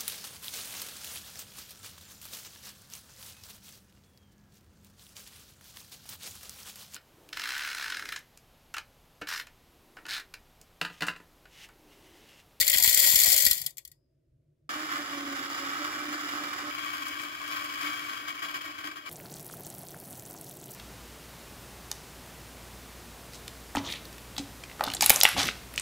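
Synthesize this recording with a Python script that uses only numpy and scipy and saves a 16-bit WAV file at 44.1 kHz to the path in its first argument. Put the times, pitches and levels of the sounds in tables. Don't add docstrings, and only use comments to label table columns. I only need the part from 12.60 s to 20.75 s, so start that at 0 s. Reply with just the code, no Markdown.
import sys
import numpy as np
from scipy import signal
from scipy.io import wavfile
from scipy.ndimage import uniform_filter1d

SR = 44100
rng = np.random.default_rng(int(sys.argv[2]) if len(sys.argv) > 2 else 0)


def how_loud(loudness_db):
    steps = np.asarray(loudness_db, float) / 20
    return 10 ** steps


def unload_wav(signal):
    wavfile.write(
        sys.argv[1],
        SR,
        np.round(np.clip(np.atleast_2d(signal).T, -1, 1) * 32767).astype(np.int16),
    )


N = 359415

CUTS = (2.0915, 4.108, 6.493)
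# (time [s], level [dB], boom of the hopper air [dB])
POUR = [
    (0.0, -34, -21),
    (0.2, -31.5, -18),
    (0.26, -27, -25.5),
    (0.436, -22.5, -25.5),
    (0.73, -23.5, -24),
    (0.844, -26, -27.5),
    (1.076, -49, -14.5),
    (1.12, -53, -21.5),
]
# (frequency [Hz], left minus right [dB])
LEAN = [
    [(60, 17), (180, 9.5), (550, -5.5), (1650, 4.5), (4970, 5.5), (15000, 9.5)],
    [(60, -4.5), (180, 1.5), (550, -6.5), (1650, -0.5), (4970, -2), (15000, 1.0)],
    [(60, 5), (180, -5), (550, 5.5), (1650, 5.5), (4970, 4.5), (15000, 7)],
]


def evened(x):
    return x / np.sqrt(np.mean(x ** 2) + 1e-30)


def curve(rows, column):
    return np.interp(np.arange(N) / SR, [r[0] for r in rows], [r[column] for r in rows])


def during(t0, t1, fade=0.00071):
    t = np.arange(N) / SR
    return np.clip((t - t0) / fade, 0, 1) * np.clip((t1 - t) / fade, 0, 1)


def band(x, lo_hz, hi_hz):
    sos = signal.butter(3, [lo_hz, min(hi_hz, 0.49 * SR)], "band", fs=SR, output="sos")
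    return signal.sosfilt(sos, x)


def body(x, points, modes=(), base_db=0., size=8192):
    hz = abs(np.fft.fftfreq(size, 1 / SR))
    point_hz, point_db = np.transpose(points)
    power = how_loud(2 * (base_db + np.interp(np.log(hz + 1), np.log(point_hz + 1), point_db)))
    power = power + sum(how_loud(2 * db) / (1 + (2 * (hz - f) / w) ** 2) ** 2 for f, w, db in modes)
    log_gain = 0.5 * np.log(power + 1e-14)
    taps = np.fft.ifft(np.exp(np.conj(signal.hilbert(log_gain)))).real[:size // 2]
    return signal.oaconvolve(x, taps.reshape((1,) * (x.ndim - 1) + (-1,)), axes=-1)[..., :N]


def clicks(per_s, spread_db):
    u = rng.random((N, 3))
    happens = u[:, 0] < per_s / SR
    return happens * np.sign(u[:, 1] - 0.5) * how_loud(-spread_db * np.log(u[:, 2] + 0.014))


def train(times, gains):
    out = np.zeros(N)
    np.add.at(out, np.round(np.asarray(times) * SR).astype(int), gains)
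    return out


def slow(width_s):
    size = max(int(width_s * SR), 1)
    return evened(uniform_filter1d(uniform_filter1d(rng.standard_normal(N), size), size))


def steady(x, width_s):
    return x / np.sqrt(abs(uniform_filter1d(x ** 2, max(int(width_s * SR), 1))) + 1e-12)


def burst(decay_s, rise_s, size=4096):
    t = np.arange(size) / SR
    return (1 - np.exp(-t / rise_s)) * np.exp(-t / decay_s)


def struck(hits, envelope):
    return signal.oaconvolve(hits, envelope)[:N]


def swells(rows, rest_db, rise_s, fall_s):
    s, length, db = np.transpose(rows)
    held = np.cumsum(train(s - rise_s, how_loud(db)) - train(s + length - fall_s, how_loud(db)))
    edge = burst(fall_s, rise_s, size=SR // 2)
    return 20 * np.log10(abs(struck(held, edge / edge.sum())) + how_loud(rest_db))


def ports(x, t60, wet_db, lag, bass_hz=450):
    t = np.arange(int(1.2 * t60 * SR)) / SR
    tail = rng.standard_normal((2, len(t))) * how_loud(-60 * t / t60)
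    tail *= how_loud(wet_db) / np.linalg.norm(tail, axis=1, keepdims=True)
    tail[0, max(int(lag), 0)] += 1
    tail[1, max(-int(lag), 0)] += 1
    bass = signal.sosfiltfilt(signal.butter(2, bass_hz, fs=SR, output="sos"), x)
    rest = signal.oaconvolve((x - bass)[None], tail, axes=1)[:, :N]
    return bass + rest / np.sqrt(1 + how_loud(2 * wet_db))


def leaning(pair, points):
    return np.array([body(x, [(hz, sign * db) for hz, db in points]) for x, sign in zip(pair, (0.5, -0.5))])


def room_tone():
    # (frequency [Hz], level [dB per Hz])
    wash_spectrum = [(170, -34), (200, -8), (350, 2), (420, -10), (650, -9), (760, -30.5), (1500, -29),
                     (15700, -40)]
    # (frequency [Hz], level [dB per Hz])
    hum_spectrum = [(20, -17), (60, 0), (90, -5.5), (150, 6), (185, -31), (500, -87.5)]
    # (start [s], length [s], level [dB])
    hum_swells = [
        (1.0, 0.057, -51),
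        (1.23, .09, -64.5),
        (1.67, 0.1, -61),
        (1.82, .15, -77),
        (2.01, 0.074, -68),
    ]
    a, b = evened(body(rng.standard_normal((2, N)), wash_spectrum))
    wash = how_loud(-79.5) * np.array([a + 0.63 * b, a - 0.6 * b])
    hum_db = swells(hum_swells, rest_db=-71.5, rise_s=0.015, fall_s=0.033) - 1.6
    hum = evened(body(rng.standard_normal(N), hum_spectrum)) * how_loud(hum_db)
    return (wash + hum) * during(-1, CUTS[0])


def pour():
    # (time [s], peak [dB], hollow part below 3
    # kHz [dB])
    stream_beans = [(0.0053, -14, -41), (0.011, -9.5, -8), (0.025, -20, -6.5), (0.0445, -24.5, -16),
                    (0.067, -18, -8), (0.079, -11, -10.5), (0.098, -8.5, -15.5), (0.1167, -16, -19),
                    (0.1294, -21.5, 2), (0.1373, -14, -11.5), (0.1613, -16, -43.5), (0.1718, -14, -11),
                    (0.1829, -10.5, -13), (0.1996, -13, -16.0), (0.2057, -20.5, -19), (0.2245, -10.5, -19.5),
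                    (0.236, -10, -17.5), (0.2431, -6, -14.5), (0.26, -11, -18.5), (0.2755, -11.5, -9),
                    (0.2861, -19.5, -12), (0.2959, -10.5, -22.5), (0.3281, -15.5, -14),
                    (0.3452, -10.5, -27.0), (0.3634, -18, -8), (0.3747, -10, -14), (0.391, -13.5, -15),
                    (0.4007, -15.5, -17), (0.418, -16.5, -21.5), (0.4398, -14.5, -10),
                    (0.4634, -14.0, -18.5), (0.4719, -12.5, -18.5), (0.4806, -24.5, -13),
                    (0.489, -17.5, -17.5), (0.5126, -17, -17), (0.5322, -14.5, -18), (0.5443, -13.5, -21),
                    (0.5577, -10, -16.5), (0.579, -15, -11.5), (0.6, -10.5, -23), (0.6165, -14.0, -14.5),
                    (0.6441, -10.5, -18), (0.6587, -13, -16), (0.668, -18.5, -10), (0.678, -14, -20.5),
                    (0.6876, -13.5, -30), (0.7002, -13, -18.0), (0.7187, -10.5, -28), (0.7272, -11, -27),
                    (0.7419, -14, -16), (0.763, -11, -17), (0.7779, -11.5, -23), (0.8017, -17.5, -32),
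                    (0.8218, -13, -25.0), (0.851, -10, -26), (0.8642, -9, -10), (0.8834, -17.5, -16.0),
                    (0.9014, -27, -12), (0.911, -8.5, -16), (0.9305, -17, -23),
                    (.0004, -13.5, -17.5),
        (0.1435, -15.5, -5.5),
        (.311, -28.5, -12.5),
        (0.496, -19, -16.5),
        (.589, -10.5, -22),
        (0.635, -10.5, -17.5),
        (.792, -18, -23),
    ]
    # (time [s], peak [dB])
    bounces = [(0.9445, -30), (0.9534, -36), (0.961, -36), (0.97, -31), (0.9777, -26.5), (0.99, -49),
               (0.9985, -36), (1.016, -28.5), (1.034, -51), (1.0513, -46), (1.0629, -20.5), (1.1064, -45),
               (1.17, -38), (1.181, -30.5), (1.2505, -37), (1.276, -44), (1.3155, -45)]
    s, db, hollow_db = np.transpose(sorted(stream_beans))
    end_s, end_db = np.transpose(bounces)
    return np.hstack([[s, db - 3.5, hollow_db - 0.5], [end_s, end_db, -19 + 0 * end_s]])


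def beans():
    # (frequency [Hz], level [dB per Hz])
    wall = [(800, -49.5), (1300, -29), (1750, -18), (2100, -8), (2700, -15), (3650, -2), (3930, -17),
            (4200, 1.5), (5800, -6), (7300, -6.5), (8900, -4.5), (11700, -3), (15700, -1)]
    # (frequency [Hz], width [Hz], level [dB])
    wall_modes = [(1869, 44, -3), (1926, 31, 1), (3340, 67, -3.5), (4540, 25, -11), (4580, 160, -1.5),
                  (6170, 270, -4), (7133, 51, 5.5), (7470, 1400, 0.5), (11900, 910, 0.5), (14050, 54, -7)]
    s, db, hollow_db = pour()
    out = np.zeros((2, N))
    for k, lag in enumerate((1.5, -8.0, -18.0, -4.0)):
        hit = slice(k, None, 4)
        rattle = body(rng.standard_normal(N), wall, wall_modes, base_db=-1.5)
        high = steady(band(rattle, 3000, 18000), 0.002)
        low = steady(band(rattle, 610, 3130), 0.0073)
        bright = struck(train(s[hit], how_loud(db[hit])), burst(0.0033, 0.00016))
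        hollow = struck(train(s[hit], how_loud(db[hit] + hollow_db[hit])), burst(0.0099, 0.001))
        small = evened(struck(abs(clicks(350, 1.5)), burst(0.003, 0.0006)))
        small = small * how_loud(curve(POUR, 1) - 2.5) * during(-1, POUR[-1][0], 0.026)
        dry = high * (1.22 * bright + 0.64 * small) + low * (1.36 * hollow + 0.21 * small)
        out += ports(dry, 0.025, -1.0, lag)
        out += how_loud(-12) * ports(band(dry, 1300, 13000), 0.15, 15., 0)
    ring = struck(train(s[-3:], how_loud(db[-3:])), burst(0.11, 0.0093, size=SR))
    out += how_loud(-47) * ring * evened(band(rng.standard_normal((2, N)), 4900, 5150))
    return leaning(out, LEAN[0])


def box():
    # (frequency [Hz], width [Hz], level [dB])
    air_modes = [(353, 27, -4.5), (559, 67, 1.5), (695, 15, -1), (940, 50, -9)]
    base = [(200, -27.5), (300, -15.5), (1000, -13.5), (1500, -25), (1900, -37.5)]  # (Hz, dB per Hz)
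    level = how_loud(curve(POUR, 1) + curve(POUR, 2) - 5.0) * during(-1, 1.48, 0.42)
    out = np.zeros((2, N))
    for _ in range(3):
        lumpy = clicks(400, 2.5) * how_loud(1.5 * slow(0.039))
        boom = evened(body(lumpy, base, air_modes))
        out += ports(boom * level, 0.02, 0., 9.3, bass_hz=200)
    return out * how_loud([[2.5], [-2.5]])


def knocks():
    # (time [s], level [dB], frequency [Hz])
    bean_blows = [(0.004, -47, 588), (0.046, -55, 575), (0.1, -61, 695), (0.132, -49, 353),
                  (0.136, -45, 586), (0.137, -50.5, 940), (0.229, -50, 580), (0.241, -45, 695),
                  (0.242, -42, 940), (0.273, -55.5, 353), (0.293, -45, 583), (0.359, -61, 695),
                  (0.367, -46.5, 586), (0.42, -49, 940), (0.432, -44.5, 353), (0.465, -41, 695),
                  (0.466, -40.5, 940), (0.487, -48.5, 575), (0.525, -45.5, 940), (0.574, -57, 353),
                  (0.576, -48, 575), (0.661, -50, 940), (0.662, -43.5, 554), (0.672, -49.5, 353),
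                  (0.728, -43, 575), (0.778, -55, 940), (0.824, -48, 574), (0.856, -48.5, 580),
                  (0.859, -50, 695), (0.863, -51, 353),
                  (.1, -44, 575),
        (.192, -44, 940),
        (.195, -45, 695),
        (.315, -51.5, 572),
    ]
    blows = bean_blows
    out, t = np.zeros((2, N)), np.arange(4096) / SR
    envelope = burst(0.016, 0.005)
    for (s, db, hz), u in zip(blows, rng.random((len(blows), 2))):
        phase = np.array([[0], [2.5 * (u[0] - 0.5)]])
        side = how_loud(4 * (u[1] + 0.5) * np.array([[1], [-1]]))
        ring = envelope * np.sin(2 * np.pi * hz * t + phase)
        start = round(s * SR)
        out[:, start:start + len(t)] += how_loud(db + 4) * ring * side
    return out


def thumps():
    # (time [s], level [dB])
    stand_knocks = [(0.009, -37), (0.099, -49), (0.159, -38), (0.277, -33.5), (0.439, -45), (0.538, -36),
                    (0.561, -39), (0.678, -35.5), (0.74, -41.5), (0.843, -44.5), (0.868, -33),
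                    (0.909, -38.5)]
    s, db = np.transpose(stand_knocks)
    t = np.arange(3000) / SR
    glide = 260 * 0.0029 * (1 - np.exp(-t / 0.0021))
    knock = np.cos(2 * np.pi * glide + 2 * np.pi * 45 * t) * np.exp(-t / 0.011)
    knock *= 1 - np.exp(-t / 0.00022)
    blows = train(s, how_loud(db - 1.5)) + how_loud(-55.5) * clicks(60, 3.6) * during(-1, 0.98)
    return struck(blows, knock) * how_loud([[5.], [-16.]])


def burr_load(shot):
    # (time [s], level [dB])
    crunch_levels = [
        [(2.1, -38), (4.1, -38.5)],
        [(4.11, -40), (4.62, -41), (4.79, -43), (4.93, -38), (5.14, -42), (5.26, -37.5), (5.5, -40.5),
         (5.73, -44.5), (6.44, -50.5)],
    ]
    # (time [s], level [dB])
    breaks = [(2.104, -33), (2.134, -30), (2.189, -39), (2.256, -33), (2.282, -53), (2.316, -37),
              (2.478, -44), (2.528, -27), (2.593, -37), (2.618, -36), (2.668, -35), (2.724, -32),
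              (2.788, -32), (2.843, -42), (2.906, -32), (2.974, -27), (3.001, -34), (3.107, -41),
              (3.153, -41), (3.242, -26), (3.266, -32), (3.343, -32), (3.446, -30), (3.485, -33),
              (3.527, -25), (3.595, -32), (3.656, -42), (3.684, -28), (3.72, -35), (3.792, -45),
              (3.833, -24.5), (3.928, -28.5), (3.98, -25.5), (4.053, -37), (4.094, -30.5), (4.144, -31),
              (4.181, -31.5), (4.205, -42), (4.329, -34), (4.366, -32.5), (4.415, -28), (4.452, -33),
              (4.514, -45), (4.56, -41), (4.592, -32.5), (4.633, -28), (4.746, -33), (4.813, -30),
              (4.928, -37), (4.961, -30), (5.046, -30), (5.094, -28), (5.135, -32.0), (5.207, -29),
              (5.266, -26), (5.388, -26), (5.447, -38), (5.493, -30), (5.546, -41), (5.57, -35)]
    # (time [s], level [dB], length [s])
    stragglers = [(2.311, -38, 0.035), (5.673, -35, 0.034), (5.747, -44.5, 0.0073), (5.787, -48, 0.0089),
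                  (5.82, -35.5, 0.035), (5.883, -40.5, 0.031), (5.939, -34, 0.031), (6.007, -37, 0.015),
                  (6.04, -39.5, 0.044), (6.097, -42.5, 0.021), (6.18, -40, 0.034), (6.238, -38, 0.031),
                  (6.27, -39.5, 0.0048), (6.31, -42.5, 0.0086), (6.357, -40, 0.024), (6.457, -39.5, 0.036)]
    s, db, length = np.transpose([(s, db - 7.5, 0.0056) for s, db in breaks] + stragglers)
    gain = how_loud(db - 3.5)
    held = np.cumsum(train(s, gain) - train(s + length, gain))
    edge = burst(0.0015, 0.0002)
    cracks = struck(held, edge / edge.sum())
    cracks += struck(train(s + length, gain), burst(0.018, 0.0024))
    even = how_loud(2 * (curve(crunch_levels[shot], 1) + 0.78 * slow(0.011)))
    return np.sqrt(even + cracks ** 2)


def crunch(shot, load, lag):
    # (frequency [Hz], level [dB per Hz])
    housing = [
        [(500, -31.5), (700, -15.5), (980, -13.5), (1100, -1.5), (1500, -2), (2000, -7), (2700, -17),
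         (3100, -11.5), (4000, -18), (7300, -21), (8300, -30), (10500, -25.5), (15700, -26)],
        [(500, -30.5), (700, -15), (930, -18), (1080, 2), (1420, -5.5), (2320, -8), (2700, -11.5), (3200, -9.5),
         (3600, -17), (5000, -18.5), (7400, -22), (9000, -31.5), (10500, -23), (15700, -25.5)],
    ]
    # (frequency [Hz], width [Hz], level [dB])
    housing_modes = [
        [(1305, 58, -1), (1494, 21, 3.5), (2298, 55, -5.5), (2898, 44, -7), (3344, 88, -12.5), (4600, 46, -12),
         (4930, 48, -10), (5260, 270, -15), (7260, 560, -20.5)],
        [(1152, 48, -3.5), (1593, 62, -1.5), (1895, 19, 2.5), (2090, 26, -31), (2280, 51, 1.5),
         (2984, 72, -7.5), (3304, 78, -4.5), (4990, 310, -15), (7130, 360, -20.5)],
    ]
    dusty = (load / how_loud(-33)) ** 0.12 - 1
    treble = signal.butter(2, 5500, "high", fs=SR, output="sos")
    out = np.zeros((2, N))
    for k in range(-2, 3):
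        detune = 1 + 0.0078 * k
        modes = [(f * detune, w, db) for f, w, db in housing_modes[shot]]
        panel = body(clicks(2000, 3.5), housing[shot], modes, base_db=-3.5)
        panel += dusty * signal.sosfiltfilt(treble, panel)
        strength = load * how_loud(1.8 * slow(0.083)) / band(panel, 1247, 2740).std()
        out += 0.5 * ports(panel * strength, 0.014, -3.5, lag + 3 * k)
    return out


def shake(load, lag, shake_db, rumble_db):
    # (frequency [Hz], level [dB per Hz])
    bass_spectrum = [(20, -39), (100, -10), (210, -11.5), (290, 0), (370, -1.5), (470, -5), (700, -6.5),
                     (900, -17), (1100, -38)]
    bass = evened(body(rng.standard_normal(N), bass_spectrum, [(95, 80, rumble_db - 14)]))
    return ports(bass * how_loud(shake_db) * (load / load.max()) ** 0.59, 0.03, 9.4, lag)


def motor(shot, order_db):
    # (time [s], frequency [Hz])
    speed = [(2.1, 299.6), (2.25, 305.7), (2.38, 290), (2.52, 286), (2.72, 280.8), (2.8, 283), (2.9, 281),
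             (2.96, 294.7), (3.02, 275.8), (3.14, 287), (3.2, 295.5), (3.5, 297.4), (3.8, 292.4),
             (4.1, 295.3), (4.6, 298), (5.25, 295.1), (5.7, 296.8), (6.5, 297.4)]
    # (start [s], length [s], level [dB])
    surges = [
        [(2.155, 0.1, -43), (2.311, 0.051, -41.5), (2.373, 0.06, -46), (2.518, 0.23, -41), (2.79, 0.029, -41),
         (2.864, 0.069, -48), (3.0, 0.043, -38.5), (3.06, 0.065, -47), (3.19, 0.038, -37), (3.24, .065, -45),
         (3.338, 0.1, -45), (3.456, 0.11, -40.5), (3.596, 0.061, -45), (3.722, 0.046, -42), (3.797, 0.039, -47),
         (3.841, 0.044, -46), (4.039, 0.061, -43)],
        [(4.11, .6, -51), (4.8, 0.455, -55), (5.22, 0.093, -44.5), (5.32, 0.2, -53), (5.6, 0.17, -55.5),
         (5.85, 0.15, -57.5), (6.04, 0.085, -54), (6.18, 0.035, -53), (6.245, 0.045, -44)],
    ]
    idle_db = (-48.5, -58)[shot]
    grip_db = swells(surges[shot], idle_db, rise_s=0.0055, fall_s=0.011) - 2
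    turn = 2 * np.pi * np.cumsum(curve(speed, 1) * (1 + 0.0092 * slow(0.019))) / SR
    grip = how_loud(grip_db + 1 + 1.5 * slow(0.012))
    judder = 0.34 * evened(band(rng.standard_normal(N), 260, 344))
    second = how_loud(order_db + 2.4 * slow(0.047)) * np.sin(2 * turn) * np.array([[0.5], [1.4]])
    return grip * (np.sin(turn) + judder + second)


def grinder(shot):
    # (left lag [samples], second motor order [dB], housing bass [dB], worktop rumble [dB])
    view = [
        (15, -13.5, -47.5, -18),
        (-17.5, -13, -51, 5),
    ]
    lag, order_db, shake_db, rumble_db = view[shot]
    load = burr_load(shot)
    out = crunch(shot, load, lag) + shake(load, lag, shake_db, rumble_db) + motor(shot, order_db)
    return leaning(out, LEAN[shot + 1]) * during(*CUTS[shot:shot + 2])


def sprays():
    # (time [s], peak [dB])
    puffs = [(4.2568, -41), (4.3304, -38), (4.48, -30), (4.6162, -31), (4.8761, -34), (5.0427, -34),
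             (5.1375, -36), (5.1759, -40), (5.2094, -39), (5.2957, -44), (5.3406, -41), (5.4423, -41),
             (5.4862, -45), (5.5341, -42)]
    s, db = np.transpose(puffs)
    grit = evened(band(rng.standard_normal(N), 5200, 16500))
    spray = grit * struck(train(s, how_loud(db - 7.5)), burst(0.008, 0.001))
    return ports(spray, 0.0091, 0., -14) * how_loud([[3.], [-3.]])


def tick(hz, cycles):
    t = np.arange(-60, 200) / SR
    return np.sin(2 * np.pi * hz * t) * np.exp(-abs(t) * hz / cycles * np.where(t < 0, 3., 1.))


def collapses(rows, gain_db, cycles):
    lead_s = 60 / SR
    return sum(struck(train([s - lead_s], how_loud(db + gain_db)), tick(hz, cycles)) for s, db, hz in rows)


def kettle():
    # (frequency [Hz], level [dB per Hz])
    base_spectrum = [(12, -55), (20, -18.5), (81, -9.5), (145, 3.5), (226, -4.5), (318, -2.5), (538, -9),
                     (686, -5), (1180, -19.5), (1390, -18), (2500, -24), (3250, -27), (5500, -120)]
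    # (time [s], level [dB])
    heat = [
        (6.5, -48.5),
        (8.15, -50.5),
    ]
    # (time [s], peak [dB], frequency [Hz])
    small_bubbles = [(6.4925, -31, 9700), (6.5143, -26, 10800), (6.5278, -21, 14500), (6.5585, -29, 6740),
                     (6.5647, -30, 7900), (6.6101, -29, 12700), (6.655, -35, 11700), (6.665, -31, 14000),
                     (6.6844, -41, 5210), (6.7059, -35, 14600), (6.7193, -31, 14400), (6.728, -32, 7310),
                     (6.741, -24.5, 7170), (6.7972, -25, 14300), (6.8285, -29, 10500), (6.847, -28, 13100),
                     (6.866, -22, 11900), (6.9137, -31, 7770), (6.9458, -31, 11100), (6.9703, -29, 11800),
                     (7.008, -23, 13400), (7.0675, -20.5, 10300), (7.1022, -24, 8550), (7.1489, -26, 12400),
                     (7.1838, -26, 11100), (7.1953, -28, 14000), (7.2337, -51, 12100), (7.2337, -29, 9800),
                     (7.2521, -30, 13600), (7.2701, -37, 12400), (7.286, -26.5, 7800), (7.3519, -38, 13500),
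                     (7.3674, -35, 9600), (7.3877, -37, 7290), (7.4013, -24.5, 11000), (7.4587, -39, 11900),
                     (7.4711, -38, 7940), (7.4796, -34, 9750), (7.4861, -31, 13500), (7.508, -23, 13300),
                     (7.529, -27, 8400), (7.5539, -35, 5770), (7.582, -32, 12000), (7.5967, -27.5, 7100),
                     (7.6362, -32, 13600), (7.6627, -29, 8640), (7.7106, -32, 8130), (7.7315, -30, 10400),
                     (7.741, -26, 13800), (7.7864, -36, 7750), (7.7979, -35, 11900), (7.8122, -23, 11300),
                     (7.8458, -31, 11600), (7.8557, -34, 14600), (7.8962, -25, 10600), (7.9705, -32, 14800),
                     (7.9999, -37, 7140), (8.0149, -32, 8000), (8.082, -29, 13000), (8.1176, -27, 11800)]
    # (time [s], peak [dB], frequency [Hz])
    large_bubbles = [
        (6.6008, -37, 2190),
        (6.655, -43, 1420),
        (6.8988, -39, 1400),
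        (6.939, -39.5, 1260),
        (7.3446, -38.5, 1480),
        (7.749, -42, 1090),
        (7.8106, -54, 1030),
    ]
    rumble = body(rng.standard_normal(N), base_spectrum)
    rumble *= how_loud(curve(heat, 1) + 1.46 * slow(0.01)) / band(rumble, 60, 1040).std()
    hiss = how_loud(-57.5) * evened(band(rng.standard_normal(N), 2700, 17000))
    crowd = how_loud(4 * slow(0.017))
    fizz = np.zeros(N)
    for hz in np.linspace(3500, 18000, 14):
        fizz += struck(clicks(40 * crowd, 3.2), hz * tick(hz, 1.3))
    bubbles = collapses(small_bubbles, 3.0, 1.0) + collapses(large_bubbles, 4.5, 0.94)
    bubbles = bubbles + how_loud(-50.5) * evened(fizz)
    return (rumble + hiss + ports(bubbles, 0.012, -13., 0)[0]) * during(CUTS[2], 9)


def scene():
    hopper = room_tone() + beans() + box() + knocks() + thumps()
    return hopper + grinder(0) + grinder(1) + sprays() + kettle()


def band_limit(x):
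    return signal.sosfilt(signal.butter(12, 17090, fs=SR, output="sos"), x)


def record(dry):
    edge = signal.firwin(1001, 15790, window=("kaiser", 8), fs=SR)
    mix = signal.oaconvolve(0.89 * np.tanh(dry / 0.91), edge[None], "same")
    return band_limit(mix)


dry = scene()
out = record(dry)
unload_wav(out)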